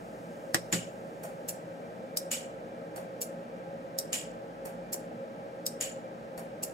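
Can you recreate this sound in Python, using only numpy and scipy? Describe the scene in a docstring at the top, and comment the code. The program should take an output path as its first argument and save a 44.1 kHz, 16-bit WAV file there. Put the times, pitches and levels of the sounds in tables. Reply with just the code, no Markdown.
"""An opened relay on a workbench switches on and off four times, close to a pair of microphone ports.
Per cycle: the armature snaps onto the core, a farther switch clacks and pings into the room,
a soft tick, then the armature falls back and bounces. Impacts are shaped noise plus ringing modes and room.
Noise knocks and board modes add thuds, mostly in the first cycle.
Throughout: fan noise with resonances, a faint low hum of wavering tones, a very faint hiss."""
import sys
import numpy as np
from scipy import signal
from scipy.fft import rfft, irfft, next_fast_len
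from scipy.io import wavfile
from scipy.ndimage import uniform_filter1d, map_coordinates

SR = 44100
rng = np.random.default_rng(int(sys.argv[2]) if len(sys.argv) > 2 else 0)


def materialize(psi):
    """Save the field psi as 16-bit PCM at rate SR to the path in sys.argv[1].

    A 1-D psi becomes a single channel; in a 2-D psi each row is a channel.
    """
    bounded = np.clip(np.atleast_2d(psi).T, -1, 1)
    quanta = np.round(bounded * 32767).astype(np.int16)
    wavfile.write(sys.argv[1], SR, quanta)


N = 296793  # samples

# Levels are relative unless marked rms.
# Fan air noise spectrum: f/Hz, density/dB
AIR_SPECTRUM = [(20, -42), (34, -35), (45, -3.5), (60, -22), (90, -16), (125, -4), (200, 2.5), (400, -2.5),
                (620, 3), (950, -9.5), (1800, -15), (3500, -27), (6000, -33.5), (9000, -81)]
# Fan resonances, lower set: f/Hz, width/Hz, level/dB
DUCT_MODES = [(170.9, 14, -4), (233.7, 10, -6), (309.2, 20, -10), (470, 50, -8), (541, 30, 2.5),
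              (631, 22, -8), (824, 40, -11)]
# Fan resonances, weaker upper set: f/Hz, width/Hz, level/dB
CASE_MODES = [(1288, 134, 4.5), (1580, 99, 2), (1838, 19, 1.5), (2358, 36, 0)]
# Left-right likeness of the fan at the spaced ports: f/Hz, likeness/1
FAN_ALIKE = [(50, .85), (170, .91), (260, .88), (420, .7), (540, .84), (620, .65), (700, .3), (820, .5),
             (1150, .85), (1420, .65), (1700, .25), (5000, .1), (12000, .7)]
# Left port's phase lead for the fan, near opposite phase at 1 kHz: f/Hz, lead/rad
FAN_LEAD_RAD = [(130, .05), (520, .4), (620, .8), (820, 1.7), (990, 2.85), (1420, 3.5), (1900, 6.3)]
# Hum tones: f/Hz, level/dB rms
HUM_TONES = [(119.5, -64.5), (172, -60), (233, -60)]
# Hiss spectrum: f/Hz, density/dB
HISS_SPECTRUM = [(1500, -28), (5000, 2.5), (7000, 6), (10000, -0.5), (15500, -4.5)]

# Armature lands on the core: t/s, level/dB, tilt/(dB/octave)
PULL_IN_EVENTS = [(.5448, -6, -2.5), (2.1716, -5, 2), (3.9868, -6, 2), (5.6640, -6.5, 0.5)]
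# Contacts as the armature seats: delay/s, level/dB
SEATING_CONTACTS = [(0, 0), (.0012, -2), (.0032, -6), (.008, -13), (.013, -12), (.021, -19)]
# Modes of the closed relay: f/Hz, width before damping factor/Hz, spectral peak/dB
CLOSED_MODES = [(3860, 150, -10), (4880, 90, -9), (5160, 150, -7), (5460, 70, -4), (5680, 70, -6),
                (5980, 40, -8), (6750, 110, -12), (7200, 200, -9), (7760, 55, -6), (8173, 32, 4),
                (9480, 110, -7), (10320, 170, -8), (11100, 70, -13), (11400, 90, -11), (11790, 90, -11),
                (12320, 77, -12), (13160, 120, -11), (13740, 200, -10), (14250, 149, -12), (14890, 77, -16)]
# Short-lived dense modes, relay closed: f/Hz, density/dB
CLOSED_SPECTRUM = [(200, -15), (1000, -19), (2000, -16), (3200, -12), (3800, -6), (4500, -1), (5400, 7),
                   (6400, -5), (7500, 3), (9000, -1), (9600, -2), (12500, -1), (13900, -2), (15500, -9)]

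# Housing knocks on the bench: t/s, level/dB, t60/s, treble corner/Hz
KNOCK_EVENTS = [(.5450, 5, 0.0098, 8700), (.5445, 4.5, 0.12, 3000), (.7280, 1.5, 0.26, 260),
                (.728, 2.5, 0.14, 4000), (4.9429, -11.5, 0.037, 720)]
# Knock spectrum: f/Hz, density/dB
HOUSING_SPECTRUM = [(30, -60), (75, -75), (115, -27), (170, 10.5), (250, 2), (350, 2.5), (600, 2),
                    (850, -2), (1100, 0.5), (1750, 3), (3200, -5), (5500, 2), (9000, 2), (12000, 1),
                    (15500, -10)]
# First two blows jolt the bench: t/s, level/dB, tilt/(dB/octave)
JOLT_EVENTS = [(.5447, -0.5, 4), (.7290, -3.5, -2.5)]
# Modes of the bench board: f/Hz, width before damping factor/Hz, spectral peak/dB
BENCH_MODES = [(118, 5.4, -0.5), (182, 16, -4), (339, 21, 0), (538, 37, -9.5), (822, 56, -11),
               (1187, 61, -22.5), (1690, 66, -15), (1906, 48, -13.5)]

# Farther switch clacks: t/s, level/dB, tilt/(dB/octave), spring ping/dB
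CLACK_EVENTS = [(0.7264, -6.5, -1.2, -6), (2.3153, -6, 1, -9.5), (4.1303, -6, 1, -8),
                (5.8100, -8.5, 1.1, -5)]
# Contacts as the switch throws over: delay/s, level/dB
TOGGLE_CONTACTS = [(0, 0), (.0016, -4)]
# Modes of the switch: f/Hz, width before damping factor/Hz, spectral peak/dB
SWITCH_MODES = [(1895, 50, -7), (2340, 200, -9), (2880, 40, 1), (2960, 170, -7), (3210, 70, -9),
                (4490, 150, -12), (5230, 90, -10), (5510, 90, -11), (6430, 55, -10), (6690, 45, -3),
                (6850, 55, 0), (7060, 240, -8), (7225, 45, 1), (7400, 220, -8), (7845, 45, 3),
                (8750, 130, -6), (9170, 150, -8), (10240, 88, -16), (11870, 150, -10), (12870, 130, -19),
                (13690, 200, -16)]
# Short-lived dense modes of the switch: f/Hz, density/dB
SWITCH_SPECTRUM = [(200, -22), (700, -2), (1500, -1), (2900, 4.5), (3900, -2), (5400, 0.5), (6300, -1),
                   (7500, 7), (8400, 1.5), (9000, 2.5), (10000, -2.5), (11900, -1), (13500, -5),
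                   (15500, -12)]
# Modes of the switch spring: f/Hz, width/Hz, spectral peak/dB
PING_MODES = [(6850, 190, 0), (7130, 230, -1)]

# Soft ticks before the relay lets go: t/s, level/dB, tilt/(dB/octave)
TICK_EVENTS = [(1.2358, -18, -0.5), (2.9620, -17, -1.1), (4.655, -18, -0.1), (6.3780, -18, -0.5)]
# Contacts of a soft tick: delay/s, level/dB
PRESS_CONTACTS = [(0, 0), (.0028, -1), (.009, -8), (.016, -6)]
# Modes of the tick: f/Hz, width before damping factor/Hz, spectral peak/dB
TICK_MODES = [(4520, 110, -6), (5540, 110, -5), (6790, 55, -4), (7240, 48, -1), (8190, 39, 0),
              (8810, 56, 0), (11300, 39, -3), (11800, 69, -2), (12800, 100, -6), (14000, 54, -6)]
# Short-lived dense modes of the tick: f/Hz, density/dB
TICK_SPECTRUM = [(150, -6), (620, 25.5), (1100, 10.5), (2000, 5.5), (4000, -8.5), (5400, -7), (6400, -3),
                 (7500, -1), (9000, 2), (12000, 1.5), (15500, -2)]

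# Armature falls back: t/s, late rebound/dB
DROP_OUT_EVENTS = [(1.4872, -5), (3.2157, -1), (4.9292, 0), (6.6317, -8)]
# Contacts part, then the armature hits its stop and bounces: delay/s, level/dB
BOUNCE_CONTACTS = [(0, 0), (.002, -2), (.005, 2), (.007, -5), (.0095, -7), (.0165, -9), (.021, -12)]
# Modes of the open relay: f/Hz, width before damping factor/Hz, spectral peak/dB
OPEN_MODES = [(2350, 60, -19), (2750, 141, -15), (4410, 259, -16), (4860, 68, -18), (5660, 259, -13),
              (6050, 175, -19), (6820, 52, -7), (7180, 259, -4), (7760, 259, -8), (8090, 150, -6),
              (8680, 68, -18), (9440, 88, -7), (10250, 92, -8), (10470, 89, 1), (10680, 79, -4),
              (10910, 174, -5), (11310, 52, -14), (11960, 259, -12), (12800, 259, -10), (13140, 74, -8),
              (13380, 155, -14), (14100, 225, -11), (14610, 175, -13), (14840, 95, -11)]
# Short-lived dense modes, relay open: f/Hz, density/dB
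OPEN_SPECTRUM = [(200, -20), (1000, -7), (2000, -14), (3700, -12), (5500, -0.5), (6300, -1.5), (7200, -2.5),
                 (8200, 5), (9000, -11), (10500, 0), (12200, 1), (14800, -1), (15700, -5)]

# Left-right likeness of the relay: f/Hz, likeness/1
NEAR_ALIKE = [(200, .9), (1100, .75), (2300, .3), (3500, .85), (5200, .25), (7000, .6), (14000, .6)]
# Left-right likeness of the farther switch: f/Hz, likeness/1
FAR_ALIKE = [(200, .7), (1100, .5), (2500, .25), (14000, .3)]
# Left-right likeness of the soft ticks: f/Hz, likeness/1 (clipped to -1..1 after interpolation)
TICK_ALIKE = [(500, 0.71), (1100, -1.05), (2200, -0.16), (6500, 0.37), (8000, 0.98)]
# Left-right likeness of the room's echo and the knocks: f/Hz, likeness/1
ROOM_ALIKE = [(200, .85), (550, .6), (1100, -.65), (2000, 0), (4800, 0), (6300, .5), (14000, .5)]
# Room decay: f/Hz, t60/s
ROOM_T60 = [(200, 0.19), (2500, 0.38), (7500, 0.31), (11000, 0.25), (16000, 0.17)]
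# Room echo at the left port: f/Hz, gain/dB
LEFT_SHADE_DB = [(8000, 0), (10500, -3), (13000, -4), (15500, -1)]

CLUMP_DB = 2.5  # rms unevenness of the room's echo
PORT_LEAD_S = .00043  # left port's head start for relay and switch contacts, and the ping
DROP_DB, REBOUND_S = -12.5, .013
PING_LEFT_DB, PING_ROOM_DB = 0.5, -2.5  # left up, right down by the first
HISS_DB, HISS_EARLY_DB, HISS_SETTLE_S = -72, 5.5, 1.55  # settled rms, early excess, time to half excess
LOW_CUT_HZ, TOP_HZ = 34, 15700


def amp(db):
    """dB to amplitude factor."""
    return 10 ** (np.asarray(db) / 20)


def unit(x):
    """Scale to rms 1."""
    return x / np.sqrt(np.mean(x ** 2) + 1e-20)


def unit_energy(x):
    """Scale each channel to energy 1."""
    return x / np.sqrt(np.sum(x ** 2, axis=-1, keepdims=True) + 1e-20)


def along(points, hz):
    """Interpolate (f/Hz, value) points on a log frequency axis."""
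    f, v = np.transpose(points)
    return np.interp(np.log(hz + 1), np.log(f + 1), v)


def peaks(modes, hz):
    """Gain of a set of resonances, their powers summed."""
    power = 0
    for centre_hz, width_hz, db in modes:
        power = power + amp(db) ** 2 / (1 + (2 * (hz - centre_hz) / width_hz) ** 2) ** 2
    return np.sqrt(power)


def noise(gain, alike, size, lead_rad=np.zeros_like):
    """Stereo noise of rms 1, shaped by gain(hz); mid/side balance sets likeness, lead_rad(hz) leads left."""
    m = next_fast_len(size + 4096)
    hz = np.fft.rfftfreq(m, 1 / SR)
    turn = np.arccos(np.clip(along(alike, hz), -1, 1)) / 2
    balance = [np.cos(turn), np.sin(turn)]
    mid, side = rfft(rng.standard_normal((2, m))) * gain(hz) * balance
    shift = np.exp(.5j * lead_rad(hz))
    pair = np.array([(mid + side) * shift, (mid - side) / shift])
    return unit(irfft(pair, m)[:, :size])


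def add(track, s, sound):
    """Mix a sound into the track at time s."""
    part = track[:, max(round(s * SR), 0):][:, :sound.shape[1]]
    part += sound[:, :part.shape[1]]


def lead_in(spectrum, alike):
    """Faint noise of the part's own spectrum, swelling for 12.5 ms up to the first contact."""
    t = np.arange(SR // 80) / SR
    swell = noise(lambda hz: amp(along(spectrum, hz)), alike, len(t))
    return unit_energy(swell * (t / t[-1]) ** 2)


def crack(spectrum, alike, lead_s, tilt_db, crack_t60_s, body_t60_s, body_db):
    """One contact: noise with a fast crack decay and a slower one for the dense ring of small parts."""
    t = np.arange(SR // 6) / SR
    fast = unit_energy(amp(-60 * t / crack_t60_s))
    slow = amp(body_db) * unit_energy(amp(-60 * t / body_t60_s))
    gain = lambda hz: amp(along(spectrum, hz) + tilt_db * np.log2(hz + 1))
    lead_rad = lambda hz: 2 * np.pi * hz * lead_s
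    return unit_energy(noise(gain, alike, len(t), lead_rad) * np.hypot(fast, slow))


def ringing(modes, contacts, lead_s, tilt_db, damping):
    """Clear modes of a part: each contact tops up their energy, which then drains away."""
    t = np.arange(SR // 3) / SR
    hz, width_hz, db = np.transpose(modes)[:, :, None]
    stored = 0
    for delay_s, hit_db in contacts:
        drain = np.exp(-2 * np.pi * damping * width_hz * abs(t - delay_s))
        stored = stored + amp(hit_db) ** 2 * (t >= delay_s) * drain
    mode_db = db + tilt_db * np.log2(hz) + rng.normal(0, 1.4, hz.shape)
    size = width_hz * amp(mode_db) * np.sqrt(stored)  # width factor turns spectral peak into amplitude
    phase = 2 * np.pi * (hz * t + rng.random(hz.shape))
    half_lead_rad = np.pi * hz * lead_s + rng.normal(0, 0.46, hz.shape)
    left = np.sum(size * np.cos(phase + half_lead_rad), axis=0)
    right = np.sum(size * np.cos(phase - half_lead_rad), axis=0)
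    strength = np.linalg.norm([amp(hit_db) for _, hit_db in contacts])
    return strength * unit_energy(np.array([left, right]))


def room(gain):
    """Room's answer to a sound of spectrum gain(hz): uneven clumps of noise, decay set by frequency."""
    t = np.arange(SR // 2) / SR
    hz, age_s, z = signal.stft(noise(gain, ROOM_ALIKE, len(t)), SR, nperseg=256)
    grain = rng.standard_normal(z.shape[1:])
    clumps = unit(uniform_filter1d(uniform_filter1d(grain, size=7, axis=0), size=2, axis=1))
    tail_db = CLUMP_DB * clumps - 60 * age_s / along(ROOM_T60, hz)[:, None]
    tail = signal.istft(z * amp(tail_db), SR, nperseg=256)[1][:, :len(t)]
    tail = unit_energy(tail * (1 - np.exp(-t / 0.0047)))  # onset, time constant 4.7 ms
    shade_db = along(LEFT_SHADE_DB, np.fft.rfftfreq(len(t), 1 / SR))
    shade = amp(np.outer([1, 0], shade_db))  # left only
    return irfft(rfft(tail) * shade, len(t))


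def movements(events, contacts, modes, spectrum, alike, lead_s, lead_in_db, dense_db, ring_db,
              damping, room_db, room_ring_db, **part):
    """Each movement: brief noise swell, a run of contacts of slightly random strength, their ring, the room."""
    track = np.zeros((2, N))
    for s, db, tilt_db in events:
        swell = lead_in(spectrum, alike)
        add(track, s - swell.shape[1] / SR, amp(db + lead_in_db) * swell)
        hits = [(delay_s, hit_db + rng.normal(0, 1.0)) for delay_s, hit_db in contacts]
        for delay_s, hit_db in hits:
            hit = crack(spectrum, alike, lead_s, tilt_db, **part)
            add(track, s + delay_s, amp(db + hit_db + dense_db) * hit)
        add(track, s, amp(db + ring_db) * ringing(modes, hits, lead_s, tilt_db, damping))

        def heard(hz):
            """Spectrum sent into the room: dense and clear modes, tilted."""
            dense = unit(amp(along(spectrum, hz)))
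            clear = amp(room_ring_db) * unit(peaks(modes, hz))
            return np.hypot(dense, clear) * amp(tilt_db * np.log2(hz + 1))

        add(track, s, amp(db + room_db) * room(heard))
    return track


def fan():
    """Steady air noise plus two sets of resonant noise; phase between the ports varies with frequency."""
    lead_rad = lambda hz: along(FAN_LEAD_RAD, hz)
    air = amp(-45.5) * noise(lambda hz: amp(along(AIR_SPECTRUM, hz)), FAN_ALIKE, N, lead_rad)
    duct = amp(-45.0) * noise(lambda hz: peaks(DUCT_MODES, hz), FAN_ALIKE, N, lead_rad)
    case = amp(-59.5) * noise(lambda hz: peaks(CASE_MODES, hz), FAN_ALIKE, N, lead_rad)
    return air + duct + case


def hum():
    """Faint low sines, equal at both ports, each with a slow random phase drift."""
    t = np.arange(N) / SR
    tones = np.zeros(N)
    for hz, rms_db in HUM_TONES:
        drift = map_coordinates(rng.standard_normal(40), [4 * t], mode="nearest")  # 4 points/s
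        tones += amp(rms_db) * np.sqrt(2) * np.sin(2 * np.pi * hz * t + 0.96 * drift)
    return tones


def hiss():
    """Very faint centred noise that starts a little higher and settles over the first seconds."""
    early = 1 / (1 + (np.arange(N) / SR / HISS_SETTLE_S) ** 4)
    level = amp(HISS_DB + HISS_EARLY_DB * early)
    return level * noise(lambda hz: amp(along(HISS_SPECTRUM, hz)), [(1000, 1.0)], N)


def pull_in():
    """The magnet snaps the armature onto the core and holds it: a short, bright click."""
    part = dict(crack_t60_s=.014, body_t60_s=.06, body_db=-3)
    return movements(PULL_IN_EVENTS, SEATING_CONTACTS, CLOSED_MODES, CLOSED_SPECTRUM, NEAR_ALIKE, PORT_LEAD_S,
                     lead_in_db=-11, dense_db=-1, ring_db=0, damping=.8,
                     room_db=-7.5, room_ring_db=-1, **part)


def knocks():
    """Switching can jolt the housing against the bench: decaying low-passed noise, raps to dull thuds."""
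    track, t = np.zeros((2, N)), np.arange(SR // 2) / SR
    for s, db, t60_s, bright_hz in KNOCK_EVENTS:
        gain = lambda hz: amp(along(HOUSING_SPECTRUM, hz)) / np.sqrt(1 + (hz / bright_hz) ** 4)
        thud = noise(gain, ROOM_ALIKE, len(t))
        rise = 1 - np.exp(-t * bright_hz)  # duller knocks build up more slowly
        add(track, s, amp(db - 3.0) * unit_energy(thud * rise * amp(-60 * t / t60_s)))
    # high-pass at 100 Hz keeps the knocks free of deep bass
    return signal.sosfilt(signal.butter(4, 100, "highpass", fs=SR, output="sos"), track)


def bench():
    """A hard jolt sets the board under the relay ringing; its narrow lowest mode lingers."""
    track = np.zeros((2, N))
    for s, db, tilt_db in JOLT_EVENTS:
        add(track, s, amp(db) * ringing(BENCH_MODES, [(0.00037, 0)], 0, tilt_db, damping=0.8))
    return track


def switch():
    """A sprung switch farther away throws over, heard mostly through the room."""
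    part = dict(crack_t60_s=.016, body_t60_s=0.21, body_db=2.0)
    events = [(s, db, tilt_db) for s, db, tilt_db, _ in CLACK_EVENTS]
    return movements(events, TOGGLE_CONTACTS, SWITCH_MODES, SWITCH_SPECTRUM, FAR_ALIKE, PORT_LEAD_S,
                     lead_in_db=-9.5, dense_db=-2.5, ring_db=-3.5, damping=1.1,
                     room_db=6.5, room_ring_db=-2.5, **part)


def spring():
    """The switch spring pings as it snaps over, harder in some throws: two modes, direct and in the room."""
    track = np.zeros((2, N))
    balance = amp([[PING_LEFT_DB], [-PING_LEFT_DB]])
    for s, _, _, ping_db in CLACK_EVENTS:
        ping = ringing(PING_MODES, TOGGLE_CONTACTS, PORT_LEAD_S, 0, damping=1)
        add(track, s, amp(ping_db) * balance * ping)
        add(track, s, amp(ping_db + PING_ROOM_DB) * room(lambda hz: peaks(PING_MODES, hz)))
    return track


def ticks():
    """A light, blunt touch in a few small steps, some way off: mostly room."""
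    part = dict(crack_t60_s=.014, body_t60_s=.14, body_db=2)
    return movements(TICK_EVENTS, PRESS_CONTACTS, TICK_MODES, TICK_SPECTRUM, TICK_ALIKE, 0,
                     lead_in_db=-6, dense_db=-1, ring_db=-8, damping=1.5,
                     room_db=8.0, room_ring_db=-16, **part)


def drop_out():
    """The spring throws the armature back at one set level; it chatters on its stop, with a rebound."""
    part = dict(crack_t60_s=.014, body_t60_s=.07, body_db=-1)
    track = np.zeros((2, N))
    for s, rebound_db in DROP_OUT_EVENTS:
        contacts = BOUNCE_CONTACTS + [(REBOUND_S, rebound_db)]
        track += movements([(s, DROP_DB, 0)], contacts, OPEN_MODES, OPEN_SPECTRUM, NEAR_ALIKE, PORT_LEAD_S,
                           lead_in_db=-3.5, dense_db=-1.5, ring_db=1.5, damping=.9,
                           room_db=-1.0, room_ring_db=-1, **part)
    return track


def scene():
    """Relay, switch and bench over the fan, hum and hiss."""
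    steady = fan() + hum() + hiss()
    relay = pull_in() + drop_out()
    return steady + relay + knocks() + bench() + switch() + spring() + ticks()


def record(dry):
    """The recorder cuts the deepest rumble and everything above its band limit."""
    m = next_fast_len(N + SR // 2)
    hz = np.fft.rfftfreq(m, 1 / SR)
    low_cut = (hz / LOW_CUT_HZ) ** 4 / np.sqrt(1 + (hz / LOW_CUT_HZ) ** 8)
    high_cut = 1 / np.sqrt(1 + (hz / TOP_HZ) ** 160)
    return irfft(rfft(dry, m) * low_cut * high_cut, m)[:, :N]


dry = scene()
out = record(dry)
materialize(out)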